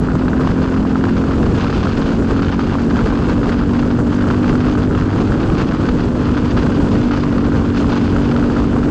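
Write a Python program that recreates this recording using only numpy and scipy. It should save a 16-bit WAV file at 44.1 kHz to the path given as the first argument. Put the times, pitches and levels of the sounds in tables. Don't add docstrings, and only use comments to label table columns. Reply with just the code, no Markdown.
import sys
import numpy as np
from scipy import signal
from scipy.fft import rfft, irfft
from scipy.io import wavfile
from scipy.ndimage import uniform_filter1d

SR = 44100
rng = np.random.default_rng(int(sys.argv[2]) if len(sys.argv) > 2 else 0)


def boost(x):
    u = np.asarray(x, float) / 20
    return 10 ** u


def generate_wav(sig):
    pcm = np.round(np.clip(np.atleast_2d(sig).T, -1, 1) * 32767).astype(np.int16)
    wavfile.write(sys.argv[1], SR, pcm)


N = 392490

# (time [s], firing rate [firings per s])
SPEED = [(0.0, 42.1), (0.9, 43.8), (1.5, 45.15), (1.9, 45.6), (2.4, 45.8), (3.9, 48.2), (4.8, 50.06),
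         (5.4, 50.25), (6.15, 49.86), (6.36, 49.0), (6.9, 48.15), (7.38, 47.1), (7.6, 47.42), (8.1, 47.44),
         (8.9, 48.23)]
# (time [s], added speed [firings per s])
HOPS = [(6.47, .6), (6.66, .7), (6.82, .35), (7.02, 1.45), (7.24, .85), (7.48, .45)]
HOP_S = .05
# (time [s], level [dB])
LOAD = [(0.0, -3.5), (1.1, 1), (1.75, -5), (2.4, 0), (3.0, -2.5), (3.9, 0), (4.8, 1.5), (5.5, 0),
        (6.3, -1.5), (7.2, -0.5), (8.0, -1), (8.9, 2)]
# (time [s], depth of the cut [0-1], share of sparks skipped [0-1])
LIMITER = [(4.8, 0, .24), (5.0, .2, .3), (5.25, .26, .38), (5.55, .29, .48), (5.8, .29, .41),
           (6.05, 0, .41)]
SURGE_TURNS = .06
# (frequency [Hz], base level [dB])
FRAME = [(40, -43), (86, -38.5), (93, -30), (101, -26.5), (135, -31), (172, -24.5), (200, -32.5),
         (218, -21.5), (245, -18.5), (272, -24), (288, -23.5), (305, -26), (335, -31.5), (375, -34.5),
         (420, -34.5), (480, -41.5), (600, -53)]
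CRANK_DB = 3
# (time [s], level [dB])
UNBALANCE = [(0.0, -3), (1.2, -6), (1.8, 2.5), (3.7, -2), (4.2, 2.5), (5.2, 3), (5.6, -2.5), (7.0, -4.5),
             (7.7, 0), (8.2, 2), (8.9, -5.5)]
LAG_MULTIPLE, LAG_WIDTH, LAG_TURNS = 5.55, .12, .38

# (time [s], level [dB])
WIND = [(0.0, -14.5), (.9, -15.5), (1.5, -15.5), (2.4, -16), (3.2, -14.5), (4.2, -17), (5.2, -15),
        (6.6, -15), (7.5, -15), (8.9, -15.5)]
# (frequency [Hz], relative level [dB])
BUFFET = [(20, -34), (32, -5), (45, 0.5), (65, 1.5), (100, -0.5), (200, -0.5), (270, -2), (350, -6.5),
          (480, -10), (700, -20), (1500, -27), (4000, -83)]
# (frequency [Hz], relative level [dB])
HEAVE = [(4, -12), (12, -5), (24, 1.5), (36, 1), (55, -11.5), (120, -40)]
HEAVE_DB = -32
GUST_DB, GUST_HZ = 0.87, 1.9

# (time [s], relative peak [dB], pitch before it is drawn nearer the others [Hz], brightness [dB])
KNOCKS = [(0.086, -14.5, 1340, -28), (0.117, -20, 1220, -15.5), (0.153, -14, 1010, -18),
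          (0.281, -11, 1290, -13), (0.332, -14.5, 1570, -25), (0.396, -13, 950, -30),
          (0.448, -11, 850, -22), (0.473, -14, 939, -14), (0.733, -17, 840, -20), (0.763, -16.5, 1400, -21),
          (0.851, -12.5, 840, -24), (0.956, -8.5, 1250, -24), (1.04, -12.5, 1350, -18),
          (1.069, -10, 786, -25), (1.239, -17, 1320, -19), (1.311, -13.5, 1180, -18), (1.4, -15, 762, -15),
          (1.599, -16, 931, -14), (1.667, -17.5, 1390, -18), (1.697, -15.5, 1260, -14),
          (1.727, -12.5, 1130, -16), (1.828, -17.5, 880, -9), (1.87, -14, 1370, -22),
          (1.903, -17.5, 1170, -12), (2.223, -21, 1270, -18), (2.308, -13, 1080, -12),
          (2.363, -16, 1400, -16), (2.392, -16, 1190, -11), (2.42, -14, 1200, -10),
          (2.445, -19.5, 1380, -7), (2.593, -11, 1250, -19), (2.753, -13, 899, -19),
          (2.785, -18, 1440, -15), (2.815, -25, 1240, -14), (2.893, -22, 1370, -20),
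          (2.958, -15.5, 1370, -9.5), (2.99, -14, 1340, -25), (3.124, -13.5, 888, -20.5),
          (3.15, -20.5, 999, -11), (3.173, -16, 934, -10), (3.278, -19.5, 896, -21),
          (3.431, -13, 1270, -15), (3.493, -21, 1480, -16), (3.613, -17, 1290, -18),
          (3.635, -19, 1290, -10), (3.732, -16, 794, -13), (3.831, -16, 1340, -18), (3.951, -21, 1070, -21),
          (3.989, -15, 1060, -21), (4.207, -16, 1310, -20), (4.24, -14, 1290, -23),
          (4.27, -17, 1290, -20.5), (4.302, -12.5, 1340, -22), (4.443, -12.5, 1370, -13.5),
          (4.527, -14.5, 1320, -10), (4.553, -14, 1420, -14), (4.752, -13.5, 1190, -13),
          (4.774, -15, 1200, -20), (4.91, -16.5, 1390, -17), (4.949, -15, 1270, -15),
          (5.022, -16, 1370, -15), (5.321, -13.5, 1360, -27), (5.499, -19, 1170, -9),
          (5.56, -24, 1030, -16), (5.887, -12, 1280, -18), (6.347, -20, 1340, -17),
          (6.566, -16.5, 1260, -16), (6.627, -18, 1220, -19), (7.11, -14, 1350, -15.5),
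          (7.254, -17.5, 853, -18), (7.38, -17, 1220, -7), (7.52, -16, 1280, -16), (7.844, -12.5, 890, -24),
          (7.962, -17.5, 953, -15), (8.163, -10.5, 1380, -17), (8.288, -19, 1360, -18),
          (8.362, -11, 1300, -11), (8.386, -20, 754, -16), (8.426, -13, 1420, -19), (8.499, -15, 1360, -25),
          (8.565, -14, 1420, -13), (8.62, -16, 993, -15), (8.764, -11, 980, -19), (8.83, -18, 1300, -23)]
KNOCK_TICK_DB = 16
# (frequency before stretching [Hz], relative level [dB], time to die by 60 dB [s])
HOUSING = [(905, -12, 0.026), (1027, -7.5, 0.019), (1288, 5.5, 0.0094), (1500, -19, 0.013)]
# (frequency [Hz], relative level [dB])
TICK = [(500, -14), (1500, 7), (2000, -1), (2760, 2.5), (3600, -2), (3870, -5), (4100, -3), (4950, -4),
        (5400, -10.5), (6500, -13.5), (7300, -22.5), (8680, -37), (15000, -39)]
SHAKE_DB, TICKS_DB = -30, -36.5
# (time [s], level [dB])
STRAIN = [(0.0, -3.5), (1.1, -2), (1.5, 0.5), (1.75, 4.5), (2.05, 2), (2.3, 0.5), (3.4, -1), (4.0, -2),
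          (4.3, -0.5), (4.7, 0.5), (5.1, -1.5), (5.7, 0.5), (6.3, 0), (7.0, 1), (7.6, -2), (7.9, 2.5),
          (8.3, 1), (8.9, -2.5)]
# (time [s], height of the swell [dB])
BUMPS = [(.47, 10.5), (.62, 4.5), (.69, 2), (.78, 4), (1.06, 2.5), (1.64, 2.5), (2.21, -5), (2.43, 0.5),
         (2.99, 6), (3.08, 6), (3.29, 6), (3.5, 8), (3.8, 5), (4.03, -10), (4.14, 3.5), (4.48, 5),
         (4.68, 5), (4.9, -6.5), (4.99, 7), (5.21, 6), (5.6, 8), (5.89, 4), (6.11, -6), (6.46, 3.5),
         (6.6, 6), (6.95, 4.5), (7.12, 4), (7.57, 6.5), (7.78, 7), (7.94, 6.5), (8.17, 0), (8.58, 5)]
BUMP_S = 0.035
BUMP_IN_RING, BUMP_IN_TICKS = 0.65, .7
# (frequency [Hz], relative level [dB])
MOUNT = [(10, -30), (27, -14), (33, 0), (40, -14), (100, -40)]
MOUNT_DB = 1

# (frequency [Hz], relative level [dB])
BUZZ = [(3000, -28), (5200, -11), (6200, 1), (7500, -5.5), (10000, -7), (15000, -20)]
BUZZ_DB = -61.5

# (frequency [Hz], gain [dB])
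ROLL_OFF = [(7500, -0.5), (8700, -10), (11300, -23), (14000, -36.5), (20000, -59.5)]


def evened(x):
    return x / np.sqrt(np.mean(x ** 2) + 1e-20)


def read(points, hz):
    f, value = np.transpose(points)
    return np.interp(np.log(hz + 1), np.log(f + 1), value)


def curves(rows):
    s, *columns = np.transpose(rows)
    return [np.interp(np.arange(N) / SR, s, c) for c in columns]


def humps(rows, width_s):
    t = np.arange(0, N, 64) / SR
    s, height = np.transpose(rows)
    shapes = np.exp(-((t[:, None] - s) / width_s) ** 2)
    return np.interp(np.arange(N) / SR, t, shapes @ height)


def wander(hz):
    count = 4096
    f = np.fft.rfftfreq(count, N / SR / count)
    spectrum = rfft(rng.standard_normal(count)) / (1 + (f / hz) ** 4)
    slow = irfft(spectrum)
    return evened(np.interp(np.arange(N) * count / N, np.arange(count), slow))


def coloured(x, points):
    gain_db = read(points, np.fft.rfftfreq(len(x), 1 / SR))
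    return irfft(rfft(x) * boost(gain_db), len(x))


def firing_rate():
    return curves(SPEED)[0] + humps(HOPS, HOP_S)


def engine():
    rate = firing_rate()
    (load_db,), (unbalance_db,) = curves(LOAD), curves(UNBALANCE)
    depth, skipped = curves(LIMITER)
    cut = 2 * np.pi * np.cumsum(rate * skipped) / SR
    surge = SURGE_TURNS * depth * np.sin(cut)
    turns = np.cumsum(rate + 0.09 * wander(13.3)) / SR + surge
    spark = 1 - depth + 2 * depth * np.cos(cut)
    drone = np.zeros(N)
    for k in range(1, 13):
        db = read(FRAME, k * rate) + CRANK_DB * (k % 2 == 0) + 0.87 * wander(5)
        lag = LAG_TURNS * np.arctan((k - LAG_MULTIPLE) / LAG_WIDTH) / np.pi
        line = boost(db) * np.sqrt(2) * np.cos(2 * np.pi * (k * turns - lag))
        if k == 2:
            drone += line * boost(unbalance_db)
        else:
            drone += line * spark * boost(load_db)
    return drone


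def wind():
    buffet = evened(coloured(rng.standard_normal(N), BUFFET))
    heave = evened(coloured(rng.standard_normal(N), HEAVE))
    gust_db = 2.05 * wander(20.6) + GUST_DB * wander(GUST_HZ)
    return boost(gust_db) * (boost(curves(WIND)[0]) * buffet + boost(HEAVE_DB) * heave)


def ring(modes, stretch=1, contact_s=.0004):
    t = np.arange(1500) / SR
    contact = 1 - np.exp(-(t / contact_s) ** 2)
    tones = sum(boost(db - 60 * t / t60) * np.sin(2 * np.pi * hz * stretch * t) for hz, db, t60 in modes)
    return contact * tones


def knocks():
    body, sharp = np.zeros(N + 1500), np.zeros(N)
    fade = np.hanning(300) ** 2 * np.exp(-np.arange(300) / 100)
    puffs = rng.standard_normal((len(KNOCKS), 300)) * fade
    for (s, db, hz, bright_db), puff in zip(KNOCKS, puffs):
        at = round(s * SR)
        stretch = (hz / HOUSING[2][0]) ** .6
        sound = ring(HOUSING, stretch, contact_s=0.00076)
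        body[at:at + 1500] += boost(db) * sound / abs(sound).max()
        sharp[at:at + 300] += boost(db + bright_db) * puff
    return boost(2) * body[:N] + boost(KNOCK_TICK_DB) * coloured(sharp, TICK)


def taps(per_s, spread_db, bunch_db):
    hit = rng.random(N) < per_s / SR
    size_db = spread_db * np.minimum(rng.exponential(1, N), 3.2) + bunch_db
    return hit * boost(size_db) * rng.choice([-1., 1.], N)


def rattle():
    bump_db, (strain_db,) = humps(BUMPS, BUMP_S), curves(STRAIN)
    swing = evened(coloured(rng.standard_normal(N), MOUNT))
    bunch_db = 1.5 * wander(30) + MOUNT_DB * swing
    stretches = np.geomspace(.78, 1.2, num=5)
    blows = [taps(130, spread_db=3.5, bunch_db=bunch_db) for _ in stretches]
    rings = [signal.oaconvolve(b, ring(HOUSING, s))[:N] for b, s in zip(blows, stretches)]
    body = evened(sum(rings))
    fine = taps(2500, spread_db=1.6, bunch_db=1.19 * bunch_db + 1.0 * wander(26))
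    rush = 0.27 * rng.standard_normal(N)
    ticks = evened(coloured(0.66 * evened(sum(blows)) + evened(fine) + rush, TICK))
    ring_db = SHAKE_DB + BUMP_IN_RING * bump_db
    tick_db = TICKS_DB + strain_db + BUMP_IN_TICKS * bump_db
    return boost(ring_db) * body + boost(tick_db) * ticks


def lift_off():
    t = np.arange(N) / SR
    times = np.append(np.transpose(KNOCKS)[0], np.inf)
    ahead = times[np.searchsorted(times, t)] - t
    return 1 - .4 * np.exp(-(ahead / .009) ** 2)


def buzz():
    throb = 1 + np.cos(2 * np.pi * np.cumsum(firing_rate()) / SR)
    swell_db = curves(STRAIN)[0] + humps(BUMPS, BUMP_S) + 3 * wander(12)
    hiss = evened(coloured(rng.standard_normal(N), BUZZ))
    return boost(BUZZ_DB + swell_db) * throb * hiss


def scene():
    mix = engine() + wind() + knocks() + lift_off() * rattle() + buzz()
    return mix[None]


def band_limit(x):
    return signal.sosfilt(signal.butter(12, 14880, fs=SR, output="sos"), x)


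def record(dry):
    power_db = 10 * np.log10(abs(uniform_filter1d(dry ** 2, 600, axis=1)) + 1e-9)
    over_db = np.maximum(power_db + 14.0, 0)
    held = dry * boost(0.5 - 0.34 * uniform_filter1d(over_db, 300, axis=1))
    ceiling = .85
    limited = ceiling * np.tanh(held[0] / ceiling)
    finished = coloured(limited, ROLL_OFF)
    return band_limit(finished[None])


dry = scene()
out = record(dry)
generate_wav(out)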